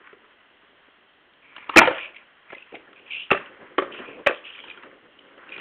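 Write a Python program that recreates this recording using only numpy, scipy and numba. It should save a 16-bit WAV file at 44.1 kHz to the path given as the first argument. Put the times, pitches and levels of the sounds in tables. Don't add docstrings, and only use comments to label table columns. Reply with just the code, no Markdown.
import sys
import numpy as np
from scipy import signal
from scipy.fft import rfft, irfft, next_fast_len
from scipy.io import wavfile
from scipy.ndimage import uniform_filter1d
from numba import njit

SR = 44100
rng = np.random.default_rng(int(sys.argv[2]) if len(sys.argv) > 2 else 0)


def magnitude_from_level(level_db):
    exponent = np.asarray(level_db, float) / 20
    return 10 ** exponent


def wav_record(signal):
    frames = np.transpose(np.atleast_2d(signal))
    bounded = np.clip(frames, -1, 1)
    quanta = np.round(bounded * 32767).astype(np.int16)
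    wavfile.write(sys.argv[1], SR, quanta)


N = 247370

# [f/Hz, width/Hz, level/dB]
DECK = [(331, 180, 4), (424, 270, 1), (542.3, 180, -1), (661, 41, -1.5), (835, 33, -9.5)]
WHEELS = [(948, 280, -0.25), (1160, 160, -0.7), (1360, 160, 0.52), (1500, 74, -3.8), (1762, 480, -2.3)]
TRUCKS = [(2332, 340, -7), (2500, 210, -3.5), (2730, 300, -6.5), (3324, 660, -3), (3744, 580, -1.5)]
FREE_BOARD = (DECK, WHEELS, TRUCKS)
# [t/s of the crest, crest/full scale, struck part 0 deck 1 wheel 2 truck, ring f/Hz]
HARD_CLACKS = [
    (3.3172, .775, .4, 380),
    (4.2716, .9, .7, 550),
]
# [f/Hz, level/dB]
PHONE = [(20, 0), (120, -2), (250, -2), (3200, -1), (3600, -12.5), (3900, -18), (4250, -25.5),
         (4550, -48.5), (4900, -90.5)]


def to_rms(x, db):
    return x * magnitude_from_level(db) / np.sqrt(np.mean(x ** 2))


def ring(x, modes, scatter_db=np.zeros(5)):
    out = 0
    for k, (hz, width_hz, db) in enumerate(modes):
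        r = np.exp(-np.pi * width_hz / SR)
        poles = [1, -2 * r * np.cos(2 * np.pi * hz / SR), r * r]
        mode = (1 - r) * signal.lfilter([1, 0, -1], poles, x)
        out = out + (-1) ** k * magnitude_from_level(db + scatter_db[k]) * mode
    return out


def colour(x, points):
    hz, db = np.transpose(points)
    size = next_fast_len(N + 8192)
    log_hz = np.log(np.fft.rfftfreq(size, 1 / SR) + 1)
    gain = magnitude_from_level(np.interp(log_hz, np.log(hz), db))
    return irfft(rfft(x, size) * gain, size)[..., :N]


def walk(rate_hz):
    k = int(SR / rate_hz)
    steps = np.repeat(rng.standard_normal(N // k + 1), k)
    return 1.9 * uniform_filter1d(uniform_filter1d(steps, k), k)[:N]


def held(start_s, length_s, db):
    attack_s, release_db_per_s = 0.008, 431
    t = np.arange(N) / SR - start_s
    return np.clip(t / attack_s, 0, 1) * magnitude_from_level(db - release_db_per_s * np.maximum(t - length_s, 0))


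def grit(scatter_db):
    sizes = np.repeat(rng.exponential(size=N // 40 + 1), 40)[:N]
    return rng.standard_normal(N) * magnitude_from_level(scatter_db * sizes)


def blows(table, parts, ms=3., boost_db=0, peak=None):
    spill_db, spill_per_db = 3.5, 0.4
    out, t = np.zeros(N + 4096), np.arange(4096) / SR
    for s, struck_db, where, main_hz, *own_ms in table:
        decay_ms = own_ms[0] if own_ms else ms
        envelope = np.exp(-t * 1000 / decay_ms) * (1 - np.exp(-t / 0.00065))
        chatter = rng.standard_normal(len(t)) * envelope
        blow = 0
        for k, part in enumerate(parts):
            db = struck_db - abs(k - where) * max(spill_db - spill_per_db * struck_db, 0)
            in_reach = 0.85 * part[0][0] < main_hz < 1.2 * part[-1][0]
            spot = (main_hz, 35 + 0.04 * main_hz, 10.5 if in_reach else -np.inf)
            sound = ring(chatter, part + [spot], 2.5 * rng.standard_normal(len(part) + 1))
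            blow = blow + sound / np.abs(sound).max() * magnitude_from_level(db + boost_db)
        start = int(s * SR)
        if peak:
            start -= np.abs(blow).argmax()
            blow = blow * peak / np.abs(blow).max()
        out[start:start + len(t)] += blow
    return out[:N]


def yard():
    # [f/Hz, level/dB per Hz]
    air_tone = [(15, -54), (25, -14.5), (146, -12.5), (286, -4), (357, -9.5), (504, -8.5), (581, -5.5),
                (1210, -7), (1970, -3), (2360, -13.5), (3200, -5.5), (4160, -35), (7040, -120)]
    hiss = colour(rng.standard_normal(N), air_tone[:-2])
    return to_rms(hiss, -50) * magnitude_from_level(0.33 * walk(2.3))


def rolling():
    # [t/s, wheel level/dB, weight on the deck/dB]
    effort = [(0.1, -51, -11), (0.45, -62, -5.5), (0.878, -57.5, -7.5), (1.25, -73, 4.5), (1.9, -33, -21),
              (2.24, -58, -9.5), (2.65, -56.5, -12), (2.944, -56, 1), (3.29, -57.5, -6.5),
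              (3.42, -47, -6.5), (3.72, -50.5, 0), (3.775, -55, -5), (3.87, -41, -2), (4.19, -49, -0.5),
              (4.4, -46.5, -11), (4.82, -50.5, -3), (5.15, -58, 0.5), (5.61, -44.5, -2.5)]
    # [f/Hz, width/Hz, level/dB]
    deck_modes = [(313, 172, -1), (402.2, 89, 3.5), (518, 110, -2)]
    wheel_modes = [(1053, 230, 0.5), (1445, 410, 2.5), (1920, 620, 0)]
    # [t/s, length/s, level/dB]
    patches = [
        (2.722, 0.034, -42.5),
        (2.882, 0.03, -63),
        (3.561, 0.08, -51.5),
        (3.709, 0.027, -59.5),
        (3.983, 0.02, -35),
        (4.083, 0.12, -48.5),
        (4.835, 0.047, -51.5),
        (5.328, 0.085, -60),
    ]
    s, effort_db, weight_db = np.transpose(effort)
    t = np.arange(N) / SR
    wheel_db = np.interp(t, s, effort_db)
    load_db = np.interp(t, s, weight_db)
    deck = ring(grit(scatter_db=1.5) * magnitude_from_level(2.2 * walk(40)), deck_modes)
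    wheels = ring(grit(scatter_db=1.5) * magnitude_from_level(2.2 * walk(50)), wheel_modes)
    shake = magnitude_from_level(wheel_db + load_db) + sum(held(*row) for row in patches)
    return shake * to_rms(deck, 0) + magnitude_from_level(wheel_db - 1.0) * to_rms(wheels, 0)


@njit
def sweep(x, hz, width_hz):
    y, band, low = np.empty(len(x)), 0., 0.
    for i in range(len(x)):
        g, k = np.tan(np.pi * hz[i] / SR), width_hz / hz[i]
        v = (band + g * (x[i] - low)) / (1 + g * (g + k))
        band, low, y[i] = 2 * v - band, low + 2 * g * v, k * v
    return y


def scrub():
    # [t/s, length/s, level/dB, squeal f/Hz]
    skids = [(1.42, 0.39, -57, 2170), (1.57, 0.038, -53, 1806), (1.712, .045, -43.5, 2152),
             (1.917, .04, -40.5, 2873), (1.975, 0.077, -35.5, 2510), (2.152, 0.014, -43.5, 2295),
             (2.483, 0.052, -50, 2046), (2.561, .07, -55.5, 2726), (2.686, .07, -59.5, 2410),
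             (2.733, 0.014, -46, 2500), (2.962, 0.03, -54, 2326), (3.057, 0.049, -51.5, 2620),
             (3.103, 0.067, -32, 2560), (3.182, .05, -37.5, 2866), (3.388, 0.084, -58, 2510),
             (3.914, 0.082, -42.5, 2740), (4.042, 0.049, -45.5, 2490), (4.112, 0.052, -53, 2200),
             (4.319, 0.056, -47, 3110), (4.438, 0.059, -40.5, 2700), (4.522, 0.2, -50.5, 3000),
             (5.098, 0.23, -68.5, 2970), (5.484, 0.01, -56, 2530), (5.513, 0.03, -40.5, 2560),
             (5.585, .04, -41, 2620)]
    creep_db, creep_hz, glide_hz_per_s = -68, 2800, 840
    t, gain = np.arange(N) / SR, magnitude_from_level(creep_db + 1.5 * walk(6))
    pull = gain * creep_hz
    for start_s, length_s, db, hz in skids:
        drag = held(start_s, length_s, db)
        from_middle_s = np.clip(t - start_s - length_s / 2, -0.1, 0.1)
        gain = gain + drag
        pull = pull + drag * (hz + glide_hz_per_s * from_middle_s)
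    centre_hz = pull / gain
    slips = grit(scatter_db=1.2) * magnitude_from_level(2.2 * walk(200))
    squeal = sweep(sweep(ring(slips, TRUCKS), centre_hz, 710.0), centre_hz, 710.0)
    strength = np.sqrt(uniform_filter1d(squeal ** 2, 900))
    return magnitude_from_level(1.0) * gain * squeal / strength


def taps():
    # [t/s, level/dB, struck part 0 deck 1 wheel 2 truck, ring f/Hz]
    knocks = [(0.128, -29.5, 0.56, 413), (0.88, -39, 0.38, 437), (1.556, -45, 0.97, 1280),
              (1.563, -23.5, 1.5, 1357), (1.58, -26.5, 1.23, 1890), (1.626, -28.5, 1.46, 2400),
              (1.642, -30.5, 1.7, 2320), (2.503, -28.5, 1.2, 2107), (2.521, -28.5, 0.6, 555),
              (2.528, -21.5, 0.52, 575), (2.533, -28.5, 1.12, 1000), (2.565, -34.5, 0.202, 560),
              (2.722, -31, 0.14, 485), (2.741, -27.5, 0.2, 302), (2.752, -24, 2.04, 2260),
              (2.873, -37.5, .8, 1720), (2.929, -31.5, 1.4, 1168), (3.72, -45, 0.13, 321.2),
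              (3.924, -29, 1.72, 3120), (4.601, -35, 1.7, 2270), (4.638, -26, 1.6, 3200),
              (4.774, -28, 1.47, 1400), (4.797, -35.5, 1.33, 1370), (4.833, -27.5, 1.5, 1300),
              (5.286, -44, 0.82, 393), (5.378, -33.5, 0.66, 550), (5.522, -27.5, 1.86, 2490),
              (5.578, -22.5, 1.7, 1430), (3.96, -37, 1, 1820), (3.988, -31, 1, 1780)]
    return blows(knocks, FREE_BOARD, ms=3.3)


def rattles():
    # [t/s, level/dB, ring f/Hz]
    loose = [(1.335, -41.5, 1670), (2.144, -36, 2250), (2.164, -31.5, 2390), (2.548, -30, 2050),
             (2.581, -32, 2590), (2.623, -35, 2610), (2.959, -40.5, 2490), (3.459, -35, 2800),
             (4.535, -35.5, 3240), (4.549, -31, 2450), (4.56, -39, 3120), (4.601, -29.5, 3210),
             (4.682, -30, 2440), (4.697, -26.5, 2440), (4.71, -29, 2390), (4.825, -38, 1990),
             (5.189, -38.5, 3030), (5.49, -31.5, 2730), (5.5, -34, 2410), (5.539, -29, 2440),
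             (5.563, -26.5, 2470), (5.597, -35, 2470), (4.57, -38.5, 2400), (4.578, -37, 2500),
             (4.589, -28, 2370), (3.787, -19, 3130)]
    return blows([(s, db, 2, hz) for s, db, hz in loose], FREE_BOARD, ms=2.55)


def slam():
    # [t/s, level/dB, struck part 0 deck 1 wheel 2 truck, ring f/Hz, chatter/ms]
    landing = [(1.693, -12, 1.5, 1166, 4.6), (1.736, -23.5, 1, 1150, 8.6), (1.758, -9, 1.44, 2250, 5.8),
               (1.761, -6, 0.9, 341, 10), (1.77, -2.5, 1.55, 2640, 7.2), (1.78, -4.5, 1.8, 2426, 6.2),
               (1.788, -3.1, 1.1, 2373, 4.2), (1.805, -8.5, 1, 757, 5), (1.814, -4.5, 0.42, 879, 10),
               (1.826, -12.5, .8, 560, 14), (1.853, -10.5, 1.1, 650, 8.8), (1.873, -6.5, 0.8, 501, 4.5),
               (1.881, -9.5, .4, 545, 3.3), (1.909, -14, 0.65, 1480, 3)]
    impact = blows(landing[3:7], FREE_BOARD, boost_db=8.5)
    return blows(landing[:3], FREE_BOARD) + impact + blows(landing[7:], FREE_BOARD)


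def shudder():
    # [f/Hz, width/Hz, level/dB]
    plies = [(560, 75, 2.5), (660, 80, 3.5), (800, 170, -1), (930, 120, -5.5)]
    start_s, decay_db_per_s = 1.83, 98.5
    t = np.arange(N) / SR - start_s
    flex = ring(grit(scatter_db=-1.0) * magnitude_from_level(3 * walk(40)), plies)
    return to_rms(flex, -25.5) * np.clip(t / 0.02, 0, 1) * magnitude_from_level(-decay_db_per_s * np.maximum(t, 0))


def clacks():
    # [f/Hz, width/Hz, level/dB]
    loaded_deck = [(313.3, 140, -4.5), (377, 160, -2.5), (560, 120, -3.5)]
    # [t/s, level/dB, struck part, ring f/Hz]
    first_wheels = [
        (3.3045, -11, 1.3, 2700),
        (4.2628, -11, .8, 550),
        (4.2665, -9, 1.8, 2450),
    ]
    # [t/s, level/dB, struck part, ring f/Hz]
    bounces = [(3.312, -6, 2.48, 2730), (3.327, -13.5, 1.02, 403), (3.336, -23.5, .2, 392),
               (3.346, -17.5, 0.52, 588), (3.36, -27, .4, 563), (3.371, -26.5, 1, 1360),
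               (3.781, -11, 0.42, 402), (3.784, -12, 0.64, 1155), (3.797, -18, 0.51, 387),
               (3.821, -18, 0.52, 550), (3.831, -31, 1.3, 1300), (4.28, -14.5, 1.65, 2588),
               (4.284, -23, 0.99, 323), (4.292, -16.5, .4, 1540), (4.301, -21, 0.42, 560),
               (4.308, -17.5, 0.45, 560), (4.315, -26, 0.091, 518)]
    loaded_board = (loaded_deck, [(867, 92, -5)] + WHEELS[1:], TRUCKS)
    crest_ms = 2.0
    hard = 0
    for s, peak, where, hz in HARD_CLACKS:
        hard = hard + blows([(s, -6, where, hz)], loaded_board, crest_ms, peak=peak)
    first = blows(first_wheels, loaded_board, crest_ms)
    return hard + first + blows(bounces, loaded_board, ms=4.8, boost_db=4.5)


@njit
def walls(x, lags, gain, damp):
    line, soft, out = np.zeros((8, 4096)), np.zeros(8), np.zeros(len(x))
    for i in range(len(x)):
        total = 0.
        for k in range(8):
            soft[k] += (1 - damp) * (gain[k] * line[k, (i - lags[k]) & 4095] - soft[k])
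            total += soft[k]
            out[i] += soft[k] * (1 - 2 * (k % 2))
        for k in range(8):
            line[k, i & 4095] = x[i] + soft[k] - total / 4
    return out


def echo(board):
    t60_s = 0.32
    lags = np.array([613, 829, 1051, 1327, 1601, 1913, 2251, 2617])
    return magnitude_from_level(-17) * walls(board, lags, magnitude_from_level(-60 * lags / SR / t60_s), 0.14)


def crests(air):
    t, heard = np.arange(N) / SR, np.abs(colour(air, PHONE))
    for s, peak, *_ in HARD_CLACKS:
        lift = peak / heard[abs(t - s) < 0.004].max()
        air = air * (1 + (lift - 1) * np.exp(-((t - s) / 0.008) ** 4))
    return air


def scene():
    board = rolling() + scrub() + taps() + rattles() + slam() + shudder() + clacks()
    return crests(yard() + board + echo(board))[None]


def band_limit(x):
    return signal.sosfilt(signal.butter(12, 16470, fs=SR, output="sos"), x)


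def record(dry):
    clip = 0.735
    loudness = np.sqrt(uniform_filter1d(dry ** 2, 400) + 1e-12)
    grain = magnitude_from_level(-15) * loudness * rng.standard_normal(dry.shape)
    x = np.clip(colour(dry + grain, PHONE), -clip, clip)
    x = x * np.clip(np.arange(N, 0, -1) / 90, 0, 1)
    hiss = magnitude_from_level(-101) * rng.standard_normal(x.shape)
    return band_limit(x + hiss)


dry = scene()
out = record(dry)
wav_record(out)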